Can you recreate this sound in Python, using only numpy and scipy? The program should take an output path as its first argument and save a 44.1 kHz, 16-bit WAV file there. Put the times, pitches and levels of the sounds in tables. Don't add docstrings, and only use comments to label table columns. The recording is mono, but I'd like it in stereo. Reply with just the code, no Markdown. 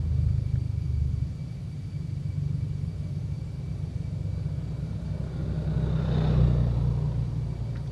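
import sys
import numpy as np
from scipy import signal
from scipy.fft import rfft, irfft, next_fast_len
from scipy.io import wavfile
from scipy.ndimage import uniform_filter1d, map_coordinates

SR = 44100
rng = np.random.default_rng(int(sys.argv[2]) if len(sys.argv) > 2 else 0)


def bounce(signal):
    frames = np.transpose(np.atleast_2d(signal))
    limited = np.clip(frames, -1, 1)
    pcm = np.round(limited * 32767).astype(np.int16)
    wavfile.write(sys.argv[1], SR, pcm)


N = 348831

FIRST_PASS = dict(closest_s=0.0, speed=11, metres=3.5, hz=27, slowing=1.44)
SECOND_PASS = dict(closest_s=6.36, speed=15.4, metres=4.8, hz=30.6, slowing=.12)
EDGE_HZ = 11800


def undb(db):
    return 10 ** (np.asarray(db) / 20)


def level(x, db):
    return x * undb(db) / np.sqrt(np.mean(x ** 2))


def colour(x, points, mirror="even"):
    size, margin = next_fast_len(N + SR), SR // 2
    hz, db = np.transpose(points)
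    bins = np.arange(size // 2 + 1) * SR / size + 1
    gain = undb(np.interp(np.log(bins), np.log(hz), db))
    wide = np.pad(x, margin, mode="reflect", reflect_type=mirror)
    wide = wide * signal.windows.tukey(N + 2 * margin, SR / N)
    return irfft(rfft(wide, size) * gain, size)[margin:margin + N]


def resonance(x, hz, width_hz):
    return signal.lfilter(*signal.iirpeak(hz, hz / width_hz, SR), x)


def walk(rate):
    hold = int(SR / rate)
    steps = np.repeat(rng.standard_normal(N // hold + 1), hold)
    return 1.33 * uniform_filter1d(uniform_filter1d(steps, hold), hold)[:N]


def patchy(points, patchy_db, rate, per_octave, lift=((0, 1000, 0), (9, 1000, 0))):
    hz, s, z = signal.stft(rng.standard_normal(N), SR, nperseg=1024)
    octave = np.log2(np.maximum(hz, 20) / 20)[:, None]
    where = np.broadcast_arrays(octave * per_octave, s * rate)
    field = map_coordinates(rng.standard_normal((200, 200)), where, order=3)
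    at, centre_hz, lift_db = np.transpose(lift)
    centre = np.log2(np.interp(s, at, centre_hz) / 20)
    hump = np.exp(-((octave - centre) / 0.089) ** 2)
    z = z * undb(patchy_db * field + np.interp(s, at, lift_db) * hump)
    return colour(signal.istft(z, SR, nperseg=1024)[1][:N], points)


def drive(closest_s, speed, metres, hz, slowing, late_s=0.):
    t = np.arange(N) / SR - closest_s - late_s
    r = np.hypot(speed * t, metres)
    front = -speed * t / r
    heard_hz = (hz - slowing * t) * (1 + speed * front / 343)
    return heard_hz, 20 * np.log10(metres / r), front


def distant_traffic():
    # f/Hz, density/dB per Hz
    rumble = [(20, -46), (45, -9.5), (70, -2), (150, 6), (200, -11.5), (300, -17.5), (600, -34),
              (1100, -40), (2000, -50), (4000, -67)]
    return undb(1.1 * walk(.8)) * level(patchy(rumble, 1.8, 3.155, 5.1), -30.5)


def cicadas():
    # f/Hz, width/Hz, level/dB
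    bands = [
        (2298, 48, -70.5),
        (4622, 72, -69.5),
    ]
    beat = 2 * np.pi * np.cumsum(6.0 + 1.05 * walk(1.7)) / SR
    throb = .7 + .3 * np.clip(1.6 + 2 * np.sin(beat), 0, 1)
    song = 0
    for hz, width, db in bands:
        band = resonance(resonance(rng.standard_normal(N), hz, width), hz, width)
        song = song + level(band, db)
    return throb * undb(0.71 * walk(0.39)) * song


def taps():
    # t/s, peak level/dB
    fingers = [
        (.391, -41),
        (.406, -45),
        (.42, -47),
        (.551, -41),
        (5.859, -43),
    ]
    # t/s, peak level/dB, f/Hz, t60/s
    scuffs = [
        (.247, -27.5, 140, .056),
        (.285, -45, 1400, .034),
        (.38, -46.5, 1586, 0.03),
        (0.555, -40, 1520, 0.02),
        (7.753, -37.5, 1560, 0.14),
        (7.757, -39, 1920, .03),
        (7.768, -41.5, 4000, 0.042),
        (7.805, -50, 5700, 0.015),
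        (7.86, -44, 1640, 0.031),
        (7.874, -45, 4200, 0.039),
    ]
    rows = [(s, db, 446, 0.035, 20) for s, db in fingers]
    rows = rows + [(s, db, hz, t60, -19 + 6.5 * np.log2(hz / 1600)) for s, db, hz, t60 in scuffs]
    out, t = np.zeros((2, N + SR)), np.arange(4000) / SR
    for s, db, hz, t60, pan_db in rows:
        decay = np.exp(-np.log(1000) * t / t60)
        knock = rng.standard_normal(len(t)) * decay * np.minimum(t * hz / 2, 1)
        for _ in range(3):
            knock = resonance(knock, hz, .7 * hz)
        i = int(s * SR)
        port_db = db - np.clip([[-pan_db], [pan_db]], 0, None)
        out[:, i:i + len(t)] += undb(port_db) * knock / np.abs(knock).max()
    return out[:, :N]


def road_levels():
    loss_db = drive(**SECOND_PASS, late_s=-0.11)[1]
    first = undb(-50.5 + drive(**FIRST_PASS)[1])
    second = undb(-34.5 + 0.9 * loss_db)
    return undb(loss_db), np.hypot(first, second)


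def tyres(near, both):
    # f/Hz, density/dB per Hz
    roar_colour = [(110, -41), (180, -1.5), (338, -9.5), (408, -6), (459, -10), (499, -8.5), (595, -12),
                   (742, -20.5), (850, -27), (1100, -44), (1870, -120)]
    front = drive(**SECOND_PASS, late_s=0.059)[2]
    body_hz = 670 - 56.5 * front - 210 * near ** 4
    body = np.transpose([np.arange(N) / SR, body_hz, 7.5 * near ** 0.34])
    return level(patchy(roar_colour, 2.5, 5, 10, body), 0) * both


def engine(near, both, cycle):
    # f/Hz, density/dB per Hz
    engine_colour = [(410, -9), (700, -4.5), (746, -2), (1160, -5), (1720, -14), (1970, -15), (2170, -19.5),
                     (3300, -23), (3670, -15.5), (5110, -26), (9000, -49), (11700, -63), (19800, -120)]
    _, loss_db, front = drive(**SECOND_PASS, late_s=0.059)
    echo_hz = 1214 + 288 * front
    echo_db = undb(loss_db) * front ** 4 * (34 - 3.5 * front)
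    echo = np.transpose([np.arange(N) / SR, echo_hz, echo_db])
    bright = level((1 + .4 * cycle) * patchy(engine_colour, 2.5, 5, 18, echo), 0) * both
    return bright * undb(-11.5 + 5.5 * near ** 4)


def loose_panel(phase, cycle):
    # multiple of firing rate, half width/Hz, level/dB
    rattle = [
        (120, 60, 0),
        (114, 70, -1),
        (136, 90, -16),
    ]
    rings = 0
    for multiple, width, db in rattle:
        hum = colour(rng.standard_normal(N), [(width, 0), (3 * width, -20), (20 * width, -90)])
        rings = rings + undb(db) * level(hum, 0) * np.cos(multiple * phase)
    panel = (.35 + cycle ** 2) * undb(1.5 * walk(30)) * rings
    beam_db = 10.5 * np.exp(-((np.arange(N) / SR - 6.19) / .1) ** 4)
    rattle_db = -62.5 + 1.9 * drive(**SECOND_PASS, late_s=-0.33)[1] + beam_db
    return level(panel, 0) * undb(rattle_db)


def road(phase):
    near, both = road_levels()
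    cycle = .5 + .5 * np.cos(phase)
    return tyres(near, both) + engine(near, both, cycle) + loose_panel(phase, cycle)


def order_db(loss_db, front, near_db, fall, front_db):
    return near_db + fall * loss_db + front_db * front


def exhaust(hz, low_db, fifth_db, orders_db, low, smear, wander_db, drift, scatter_db, hollow_db=0):
    phase = 2 * np.pi * np.cumsum(hz) / SR
    out = 0
    for k, db in enumerate(orders_db, 1):
        slope_db = low_db + (fifth_db - low_db) * np.clip((k - low) / (5 - low), 0, 1)
        slope_db = slope_db - hollow_db * (low < k < 5)
        late = smear * k * (k - 1)
        gain = undb(db + slope_db + wander_db * (walk(4) + 0.35 * walk(14)))
        out = out + gain * np.cos(k * phase - late + drift * (walk(3.05) + 0.25 * walk(14)))
    return np.sqrt(2) * out * undb(scatter_db * walk(28)), phase


def slow_bike():
    # t/s, firing rate f/Hz, level/dB
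    course = [
        (1.1, 24, -75),
        (1.6, 24.05, -49),
        (2.4, 23.99, -40.5),
        (2.8, 24.13, -40.5),
        (3.2, 23.87, -49.5),
        (3.7, 24.04, -45.5),
        (4.8, 24.32, -44.5),
        (6, 25.42, -47.5),
        (7.9, 25.3, -54),
    ]
    # level/dB of order 1, 2, 3 ..
    slow_orders = [-29, -6, -0.5, 6.5, 2, 4.5, -3, -12, -36.5, -19, -26, -18.5]
    s, *columns = np.transpose(course)
    hz, db = [np.interp(np.arange(N) / SR, s, column) for column in columns]
    return exhaust(hz, db, db + 1, slow_orders, 3, .15, 1.3, .35, 1.3)[0]


def first_bike():
    # level/dB of order 1, 2, 3 ..
    leaving_orders = [-28, -12, 0, -1, 0, -7, -20, -28, -32, -34, -34, -36]
    hz, *way = drive(**FIRST_PASS)
    low_db = order_db(*way, -28.5, .25, 0.33)
    fifth_db = order_db(*way, -33, 0.11, -.3)
    hidden_s = np.maximum(np.arange(N) / SR - 1.243, 0)
    wall = undb(-30 * np.sqrt(hidden_s))
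    return wall * exhaust(hz, low_db, fifth_db, leaving_orders, 3, .15, 1.5, .35, 1.8)[0]


def second_bike():
    # level/dB of order 1, 2, 3 ..
    passing_orders = [-20, 0, -6.5, -1, 0, -15, -18, -27, -27, -31, -31, -33]
    hz = drive(**SECOND_PASS)[0]
    way = drive(**SECOND_PASS, late_s=.08)[1:]
    low_db = order_db(*way, -25.5, 1, 0.54)
    fifth_db = order_db(*way, -23.5, 1.18, 1)
    hollow_db = 3.5 * way[1]
    return exhaust(hz, low_db, fifth_db, passing_orders, 2, np.pi / 2, 1.1, .3, 1.3, hollow_db)


def left_port(air):
    # f/Hz, level/dB
    muffle = [(40, -38), (200, -40), (600, -36), (1100, -22), (1900, -14), (2300, -8), (3700, -9),
              (4600, -18), (8000, -8)]
    # f/Hz, density/dB per Hz
    dull_hiss = [(20, -20), (60, -2.5), (100, 2.5), (160, -2.5), (230, -8.5), (500, -14.5), (1000, -18.5),
                 (2000, -20.5), (4500, -20.5), (7000, -24.5), (10000, -30), (11600, -33.5), (12400, -35.5)]
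    return colour(air, muffle, "odd") + level(patchy(dull_hiss, 1.4, 13.0, 4.1), -53.5)


def right_port(air):
    # f/Hz, density/dB per Hz
    bright_hiss = [(300, -21.5), (1000, -5.5), (2000, 4), (4500, 3), (7000, -3), (10000, -8),
                   (11600, -11.5), (12400, -17)]
    return air + level(patchy(bright_hiss, 0.27, 9.6, 2.9), -59)


def scene():
    second, phase = second_bike()
    near_sounds = first_bike() + slow_bike() + second + road(phase) + cicadas()
    air = undb(5.0) * near_sounds + distant_traffic()
    return np.array([left_port(air), right_port(air)]) + taps()


def strays():
    out, t = np.zeros((2, N + SR)), np.arange(2048) / SR
    for at, high, side, size in rng.random((int(42 * N / SR), 4)):
        hz = EDGE_HZ - 800 * np.log(high)
        i = int(at * N)
        tone = np.hanning(len(t)) * np.sin(2 * np.pi * hz * t)
        out[int(2 * side), i:i + len(t)] += undb(-83.5 + 5 * size) * tone
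    return out[:, :N]


def roll_off(x):
    return signal.sosfilt(signal.butter(12, 15000, fs=SR, output="sos"), x)


def record(dry):
    opening = np.minimum(np.arange(N) / SR / .002, 1)
    treble_cut = signal.ellip(8, .2, 60, EDGE_HZ, fs=SR, output="sos")
    mix = signal.sosfilt(treble_cut, dry * opening) + strays()
    return roll_off(mix)


dry = scene()
out = record(dry)
bounce(out)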